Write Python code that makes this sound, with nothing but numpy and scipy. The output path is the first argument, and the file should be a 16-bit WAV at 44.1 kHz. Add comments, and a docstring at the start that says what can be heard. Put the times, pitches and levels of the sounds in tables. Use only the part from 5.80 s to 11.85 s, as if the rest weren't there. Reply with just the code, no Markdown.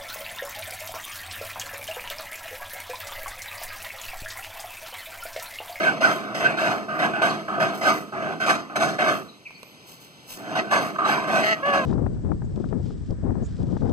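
"""A caged parrot rasps close by, about three strokes a second, pauses, and rasps on into squawks.
Air flutters through its throat and rings throat and beak resonances over a hollow low ring; each
stroke snaps or eases in, swells and dies away, with soft mutters between. The squawks are pulses
shaped by the throat. Feathers rustle, the beak ticks twice in the pause, and faint chirps are heard.
A small, hushed room answers."""
import sys
import numpy as np
from scipy import signal
from scipy.fft import rfft, irfft, next_fast_len
from scipy.io import wavfile
from scipy.ndimage import uniform_filter1d, map_coordinates

SR = 44100
rng = np.random.default_rng(int(sys.argv[2]) if len(sys.argv) > 2 else 0)


def store_pcm(level_fs):
    """Save levels as 16-bit WAV."""
    pcm = np.round(np.clip(level_fs, -1, 1) * 32767).astype(np.int16)
    wavfile.write(sys.argv[1], SR, np.atleast_2d(pcm).T)


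N = 266849


def amp(db):
    """Decibels to gain."""
    return 10 ** (np.asarray(db) / 20)


def unit(x):
    """x at rms 1."""
    return x / np.sqrt(np.mean(x ** 2) + 1e-20)


def along(points, hz):
    """Interpolate (frequency [Hz], value) points on a log axis."""
    f, v = np.transpose(points)
    return np.interp(np.log(hz + 1), np.log(f + 1), v)


def curves(rows):
    """A gate open while the timed rows last, then each column per sample."""
    s, *cols = np.transpose(rows)
    t = np.arange(N) / SR
    gate = uniform_filter1d(1.0 * ((t >= s[0]) & (t <= s[-1])), size=256)
    return [gate] + [np.interp(t, s, c) for c in cols]


def wobble(rate_hz):
    """Smooth random curve with knots at rate_hz."""
    knots = rng.standard_normal(int(N * rate_hz / SR) + 4)
    return map_coordinates(knots, [np.arange(N) * rate_hz / SR])


def filtered(x, response):
    """x through a complex frequency response."""
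    m = next_fast_len(N + SR // 2)
    return irfft(rfft(x, m) * response(np.fft.rfftfreq(m, 1 / SR)), m)[..., :N]


def coloured(x, spectrum):
    """x through a (frequency [Hz], gain [dB]) spectrum, at rms 1."""
    return unit(filtered(x, lambda hz: amp(along(spectrum, hz))))


def resonance(hz, centre_hz, width_hz):
    """Causal response of one resonance."""
    return 1j * hz * width_hz / (centre_hz ** 2 - hz ** 2 + 1j * hz * width_hz)


def ring(x, centre_hz, width_hz, skirt=9):
    """x through a resonance whose skirts a wider one steepens, at rms 1."""
    response = lambda hz: resonance(hz, centre_hz, width_hz) * resonance(hz, centre_hz, skirt * width_hz)
    return unit(filtered(x, response))


def steadied(x, share, window_s=0.035):
    """A flow-driven vibration limits itself: chance swells are partly evened out."""
    power = np.abs(uniform_filter1d(x ** 2, size=int(window_s * SR))) + 1e-6
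    return unit(x / power ** (share / 2))


def push(t, rise_s, attack_s, fall_db_per_s, swell_db_per_s=0, hold_s=0):
    """One push of air: a gate that snaps open and an effort that swells, holds and dies."""
    swell_db = -swell_db_per_s * np.maximum(rise_s - t, 0)
    effort_db = swell_db - fall_db_per_s * np.maximum(t - rise_s - hold_s, 0)
    return np.clip(t / attack_s, 0, 1), effort_db


def rasp_levels(mutter_scratch_db=-10, mutter_hiss_db=-15):
    """Strokes, mutters and flares drive five bands [dB]: throat, half-closed, open beak, scratch, hiss."""
    # (start [s], rise [s], effort fall [dB/s], peak drive [dB],
    #  then re peak: throat [dB], half-closed beak [dB], open beak [dB], hiss [dB])
    strokes = [(-0.011, 0.06, 105, -27.5, 3, -4, -0.5, -2), (0.204, 0.045, 90, -26.3, 3, -1.5, -4, 1),
               (0.543, 0.012, 120, -33, 1, -4, -7, 6), (0.6, 0.045, 70, -29, 3, -7, -5, -5),
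               (0.768, 0.012, 60, -35, 0, -3, 4, 2), (0.805, 0.05, 95, -31, 7, -1.5, 3.5, 1),
               (1.186, 0.05, 150, -28.5, 6.5, -2, 4, -2), (1.413, 0.033, 105, -28.5, 5.5, 0.5, 3, 1),
               (1.795, 0.02, 92, -30, 7, 0.5, 2, 0), (2.007, 0.08, 140, -28.5, 5.5, 3, -1, 4),
               (2.598, 0.035, 100, -33.5, 1, -2, 6, 2), (2.659, 0.036, 175, -25.3, 2.5, 3, -3, 3.5),
               (2.954, 0.006, 170, -31.5, 5, -1, -8, 3), (2.995, 0.03, 115, -28.5, 7, 1, -8, 5),
               (3.184, 0.02, 130, -30.5, 7.5, 1, 8, -1), (3.235, 0.055, 171, -27, 3.5, 2.5, -14, 0),
               (4.55, 0.17, 63, -40, 7, -4.5, -5, 1), (4.749, 0.017, 202, -34, 7, -2, 4, 0),
               (4.905, 0.035, 85, -28.5, 5, 1.5, 0, 3), (5.245, 0.06, 75, -29.5, 4, 2.5, 4, 0),
               (5.47, 0.095, 120, -28.5, 7.5, -1, 4, 3), (5.85, 0.013, 60, -37, 8.5, 1, -3, 0),
               (5.925, 0.0083, 97, -31, 8, 2, 5, 0)]
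    # per band: (growth with effort [dB/dB])
    growth = [1.117, 0.86, 1.95, 1.15, 1.15]
    # per band: (stroke attack [s])
    attacks_s = [0.008, 0.013, 0.008, 0.008, 0.008]
    # (start [s], length [s], throat drive [dB], then re throat: half-closed beak [dB], open beak [dB])
    mutters = [(0.43, 0.13, -39, 1, -6), (0.908, 0.05, -31.5, 2, -14), (1.08, 0.1, -34.5, 3, -3),
               (1.332, 0.11, -32.5, -6, 2), (1.678, 0.11, -34.5, 6, -4), (2.32, 0.092, -34.5, 0.5, -15),
               (2.418, 0.11, -32, -6, -5), (2.895, 0.05, -43, 4, -8), (4.832, 0.089, -42, -8, 1),
               (5.184, 0.055, -32.5, 7.5, -5), (5.433, 0.12, -36, 2, 0), (5.757, 0.047, -42, 3, -10)]
    # one resonance flares: (time [s], half width [s], drive [dB], band)
    flares = [(0.084, 0.017, -16, "open"), (0.249, 0.009, -13.5, "open"), (0.66, 0.0095, -14, "open"),
              (1.78, 0.012, -25, "throat"), (2.069, 0.012, -21, "open"), (2.11, 0.02, -19, "half"),
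              (5.164, 0.0035, -22.5, "half"), (5.191, .004, -22, "half"), (5.251, 0.011, -17.5, "half"),
              (5.225, 0.006, -22, "half")]
    t = np.arange(N) / SR
    power = np.full((len(growth), N), 1e-12)
    after = lambda s: slice(*np.searchsorted(t, [s, s + .5]))
    for s, rise_s, fall, db, throat_db, half_db, open_db, hiss_db in strokes:
        on = after(s)
        gate, effort_db = push(t[on] - s, rise_s, np.c_[attacks_s], fall, swell_db_per_s=95, hold_s=0.011)
        peaks_db = db + np.c_[[throat_db, half_db, open_db, 0, hiss_db]]
        power[:, on] += (gate * amp(peaks_db + np.outer(growth, effort_db))) ** 2
    for s, length_s, db, half_db, open_db in mutters:
        on = after(s)
        gate, effort_db = push(t[on] - s, length_s, attack_s=0.0062, fall_db_per_s=220)
        gains = amp([0, half_db, open_db, mutter_scratch_db, mutter_hiss_db])
        power[:, on] += np.outer(gains, gate * amp(db + effort_db)) ** 2
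    for s, width_s, db, band in flares:
        on = np.abs(t - s) < 10 * width_s
        row = ["throat", "half", "open"].index(band)
        power[row, on] += amp(db) ** 2 * np.exp(-((t[on] - s) / width_s) ** 2)
    return 10 * np.log10(power)


def flutter(rate_hz=165, scatter=0.4, spread_db=4, slap_gain=0.46, depth_db=0.5):
    """Loosely flapping membranes chop the air: uneven slaps, each with a puff of turbulence."""
    cycles = np.cumsum(rate_hz * np.exp(scatter * wobble(rate_hz))) / SR
    slaps = np.diff(np.floor(cycles), prepend=0) * amp(-spread_db * rng.random(N))
    puffs = rng.standard_normal(N) * amp(depth_db * np.cos(2 * np.pi * cycles))
    return unit(slap_gain * unit(slaps) + unit(puffs))


def throat_ring(air, sway_db=2.5):
    """The throat sways between two close resonances: as one grows, the other fades."""
    sway = amp(sway_db * wobble(20))
    lower = ring(air, centre_hz=655, width_hz=65)
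    upper = ring(air, centre_hz=750, width_hz=70)
    return steadied(unit(lower * sway - upper / sway), share=0.95)


def wander(x, bend, drift=0.006, rate_hz=14):
    """The tongue never holds still: all frequencies bend and drift by a small fraction."""
    lead = np.cumsum(bend + drift * wobble(rate_hz))
    return map_coordinates(x, [np.arange(N) + lead], mode="mirror")


def beak_ring(air, drive_db, centre_hz, width_hz, bend=0, lock_db=-18.5, drift_hz=20):
    """A beak resonance: noisy when blown softly, locking into a near whistle when blown hard."""
    purity = 1 / (1 + np.exp((lock_db - drive_db) / 2))
    hz = centre_hz * (1 + bend) + drift_hz * wobble(90)
    tone = unit(np.sin(2 * np.pi * np.cumsum(hz) / SR))
    noisy = steadied(wander(ring(air, centre_hz, width_hz), bend), share=0.64)
    return amp(drive_db) * (np.sqrt(1 - purity) * noisy + np.sqrt(purity) * tone)


def patchy(x, depth_db=3.5, bins=4, frames=9):
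    """Random narrow peaks and dips give the hiss a faintly tonal grain."""
    z = signal.stft(x, nperseg=1024)[2]
    field = uniform_filter1d(rng.standard_normal(z.shape), size=bins, axis=0)
    field = unit(uniform_filter1d(field, size=frames, axis=1))
    return unit(signal.istft(z * amp(depth_db * field), nperseg=1024)[1][:N])


def scratch(air, scratch_db, hiss_db, split_hz=3600):
    """Broadband air noise: scratch below the split, hiss above."""
    # (frequency [Hz], gain [dB])
    spectrum = [(150, -44), (500, 0.5), (1100, 7), (1900, 5.5), (2500, -1), (3350, -7), (3700, -6),
                (4400, -12.5), (6400, -14), (10500, -26.5), (15500, -36)]
    grit = coloured(patchy(air), spectrum)
    hiss = filtered(grit, lambda hz: 1 - 1 / (1 + (hz / split_hz) ** 10))
    return amp(scratch_db) * (grit - hiss) + amp(hiss_db) * hiss


def crackle(rate_hz=900, spread_db=3.5):
    """Tiny sparse pops of uneven size."""
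    pops = (rng.random(N) < rate_hz / SR) * rng.choice([-1, 1], N)
    return unit(pops * amp(spread_db * rng.standard_normal(N)))


def catches(choke_s=0.0027, release_s=0.0045, depth_db=5):
    """Flow gain: the air chokes just before each catch and overshoots as it bursts free."""
    # (time [s])
    catch_times = [1.419, 1.68, 2.662, 2.958, 3.185, 4.752, 5.183]
    db = np.zeros(N)
    for s in catch_times:
        t = np.arange(N) / SR - s
        distance = np.abs(t) / np.where(t < 0, choke_s, release_s)
        db += depth_db * np.sign(t) * np.exp(-np.minimum(distance, 20))
    return amp(uniform_filter1d(db, size=64))


def rasp():
    """Fluttering air rings throat and beak, scratches and crackles. Returns sound and throat drive."""
    # the half-closed beak resonance sinks midway: (time [s], frequency shift [fraction])
    beak_bend = [(2.3, 0.027), (2.9, -0.004)]
    throat_db, half_db, open_db, scratch_db, hiss_db = rasp_levels()
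    drive = amp(throat_db)
    air = flutter() * amp(0.93 * wobble(55))
    throat = drive * throat_ring(air)
    beak = beak_ring(air, half_db, centre_hz=1208, width_hz=80, bend=curves(beak_bend)[1])
    beak += beak_ring(air, open_db, centre_hz=1532, width_hz=60)
    grit = scratch(air, scratch_db, hiss_db)
    sizzle = amp(hiss_db - 25.5) * ring(crackle(), centre_hz=7700, width_hz=6000)
    edge_db = (scratch_db + open_db) / 2 - 8.5  # upper resonance of the open beak
    edge = amp(edge_db) * ring(rng.standard_normal(N), centre_hz=2480, width_hz=600)
    rattle = amp(0.89 * wobble(45))
    mix = amp(-1) * throat + amp(0.9) * beak + amp(5.4) * grit + sizzle + edge
    return catches() * rattle * mix, drive


def hollow(drive, lag_s=0.021, exponent=0.61, gain_db=-14.5, pan_db=1.4):
    """A low ring that builds and dies more slowly than the stroke, stronger on the right."""
    # (frequency [Hz], width [Hz], relative gain [dB])
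    modes = [(127.2, 3.7, 2.5), (161.6, 14.6, 4.5), (212, 27, 8), (297.5, 83, 4.5), (376.6, 5.4, 7)]
    pole = np.exp(-1 / (lag_s * SR))
    swell = np.abs(signal.lfilter([1 - pole], [1, -pole], drive, zi=[drive[0]])[0]) ** exponent
    air = rng.standard_normal(N) + 0.62 * rng.standard_normal((2, N))
    peaks = lambda hz: sum(amp(db) * resonance(hz, centre, width) for centre, width, db in modes)
    hum = unit(filtered(air, lambda hz: peaks(hz) * resonance(hz, centre_hz=302, width_hz=780) ** 2))
    return swell * steadied(hum, share=0.35) * amp(gain_db + np.c_[[-pan_db, pan_db]])


def room(x, decay):
    """Stereo room tail: each frequency dies at its own speed."""
    hz, t, z = signal.stft(rng.standard_normal((2, SR // 2)), SR, nperseg=256)
    tail = signal.istft(z * amp(-60 * t / along(decay, hz)[:, None]), SR, nperseg=256)[1]
    return signal.fftconvolve(x[None], tail / np.linalg.norm(tail[0]), axes=1)[:, :N]


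def ambience(level_db=-50, drift_db=1.86):
    """The hush of the home, wavering slightly."""
    # (frequency [Hz], gain [dB])
    spectrum = [(25, -43), (150, -6), (600, -15.5), (1300, -21), (2600, -17.5), (5000, -23), (15000, -40.5)]
    air = rng.standard_normal(N) + 0.087 * rng.standard_normal((2, N))
    return amp(level_db + drift_db * wobble(4.2)) * coloured(air, spectrum)


def feathers(grain_db=2.0, rise_db_per_s=650, hold_s=0.036, fall_db_per_s=182):
    """Feathers slide over each other in a grainy hiss as the bird bobs and shifts."""
    # (time [s], level [dB])
    rustles = [(0.32, -47), (0.92, -52.5), (1.15, -55), (1.95, -45.5), (2.14, -44), (3.335, -45),
               (4.081, -46), (4.21, -51), (4.496, -38.5), (5.025, -45.5), (5.29, -44.5), (5.65, -44)]
    # (frequency [Hz], gain [dB])
    spectrum = [(400, -17.5), (7000, -14), (10500, -18.5), (13000, -14.5), (15500, -20)]
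    t = np.arange(N) / SR
    levels_db = [db - rise_db_per_s * np.maximum(s - t, 0) - fall_db_per_s * np.maximum(t - s - hold_s, 0)
                 for s, db in rustles]
    grains = rng.standard_normal(N) * amp(grain_db * wobble(250))
    return amp(np.max(levels_db, axis=0)) * coloured(grains, spectrum)


def chirps(waver=0.045):
    """Faint, hoarse falling glides."""
    # (time [s], length [s], start [Hz], end [Hz], relative level [dB])
    glides = [(1.485, 0.04, 4830, 4240, -42.5), (3.478, 0.035, 4150, 3950, -51.5),
              (3.652, 0.032, 2700, 2300, -40.5), (3.735, 0.05, 4700, 4400, -57)]
    out = np.zeros(N)
    for s, length_s, start_hz, end_hz, db in glides:
        u = np.linspace(0, 1, int(length_s * SR))
        hz = (end_hz + (start_hz - end_hz) * (1 - u) ** 2) * (1 + waver * wobble(700)[:len(u)])
        envelope = 2 * amp(db) * np.sin(np.pi * u)
        out[round(s * SR):][:len(u)] += envelope * np.sin(2 * np.pi * np.cumsum(hz) / SR)
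    return out


def ticks(t60_s=0.012):
    """The beak closes with a dry tick."""
    # (time [s], peak [dB])
    closings = [(3.707, -33), (3.831, -24)]
    # (frequency [Hz], gain [dB])
    spectrum = [(300, -7), (700, 5), (15000, -22)]
    out, t = np.zeros(N), np.arange(SR // 10) / SR
    for s, db in closings:
        burst = coloured(rng.standard_normal(N), spectrum)[:len(t)] * amp(-60 * t / t60_s)
        out[round(s * SR):][:len(t)] += amp(db) * burst / np.abs(burst).max()
    return out


def whistle():
    """One thin, very high tone that rises and falls."""
    # (time [s], pitch [Hz], level [dB])
    contour = [(3.79, 11450, -66), (3.885, 12150, -58), (3.985, 10900, -70)]
    gate, hz, db = curves(contour)
    return gate * amp(db) * np.sin(2 * np.pi * np.cumsum(hz) / SR)


def voice(calls, throat, jitter, rough_db, hoarse_db, harmonics=35):
    """Slightly uneven pulses through the throat, each with a puff of hoarse air."""
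    out = np.zeros(N)
    air = coloured(rng.standard_normal(N), [(250, -40), *throat, (16000, -60)])
    for rows in calls:
        gate, pitch_hz, db = curves(rows)
        on = gate > 1e-6
        hz = (pitch_hz * (1 + jitter * wobble(260)))[on]
        phase = 2 * np.pi * np.cumsum(hz) / SR
        tone = sum(amp(along(throat, k * hz)) * np.cos(k * phase) for k in range(1, harmonics + 1))
        puffs = amp(hoarse_db) * air[on] * (1 + np.cos(phase))
        envelope = gate * amp(db + rough_db * wobble(130))
        out[on] += unit(unit(tone) + puffs) * envelope[on]
    return out


def squawks():
    """Twice, a harsh buzz of sharp pulses breaks into a clear nasal call."""
    # per call: (time [s], pulse rate [Hz], level [dB])
    harsh_calls = [
        [(4.765, 227.8, -38), (4.795, 212.3, -21), (4.82, 200, -43)],
        [(5.615, 210, -30), (5.638, 205, -22.5), (5.708, 220, -20), (5.734, 214, -18.3), (5.752, 212, -36),
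         (5.8, 212, -48)],
    ]
    clear_calls = [
        [(4.91, 575, -28), (4.96, 579, -23.5), (5.02, 520, -31)],
        [(5.82, 538, -40), (5.836, 553, -25.5), (5.882, 581, -22), (5.935, 557, -23), (5.995, 558, -22.5),
         (6.05, 499, -30.5)],
    ]
    # throat colour: (frequency [Hz], gain [dB])
    harsh_throat = [(440, -16.5), (660, -0.5), (1030, -21), (1300, -3.5), (1550, -18), (1920, 4),
                    (2420, -19), (2800, -9), (3650, -23), (4350, -16.5), (5200, -26), (8000, -28.5)]
    clear_throat = [(560, 8), (1130, 11.5), (1720, 10), (2300, -7), (2880, -3), (3600, -20), (9000, -50)]
    harsh = voice(harsh_calls, harsh_throat, jitter=0.014, rough_db=1.8, hoarse_db=-14)
    clear = voice(clear_calls, clear_throat, jitter=0.008, rough_db=1.6, hoarse_db=-15)
    return harsh + clear


def scene():
    """The near bird in a small room; the chirps echo longer."""
    # decay: (frequency [Hz], t60 [s])
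    room_decay = [(150, 0.21), (1000, 0.12), (12000, 0.014)]
    chirp_decay = [(2000, 1), (7000, 0.15)]
    calls = squawks()
    rasping, drive = rasp()
    glides = chirps()
    bird = rasping + calls + ticks() + feathers() + whistle()
    echoes = amp(-14.5) * room(bird, room_decay) + amp(-5.5) * room(glides, chirp_decay)
    return bird + glides + echoes + hollow(drive) + ambience()


def record(dry, top_hz=15550, lag_s=1 / 1790):
    """Band limit; above about 1 kHz the left channel is inverted and lags the right."""
    def response(hz):
        bass_rad = np.interp(hz, [0, 300, 550], [0, 1.2, .25])
        turn_rad = np.maximum(2 * np.pi * hz * lag_s - np.pi, bass_rad)
        return np.exp(.5j * np.array([-turn_rad, turn_rad])) * (hz < top_hz)
    return filtered(dry, response)


dry = scene()
out = record(dry)
store_pcm(out)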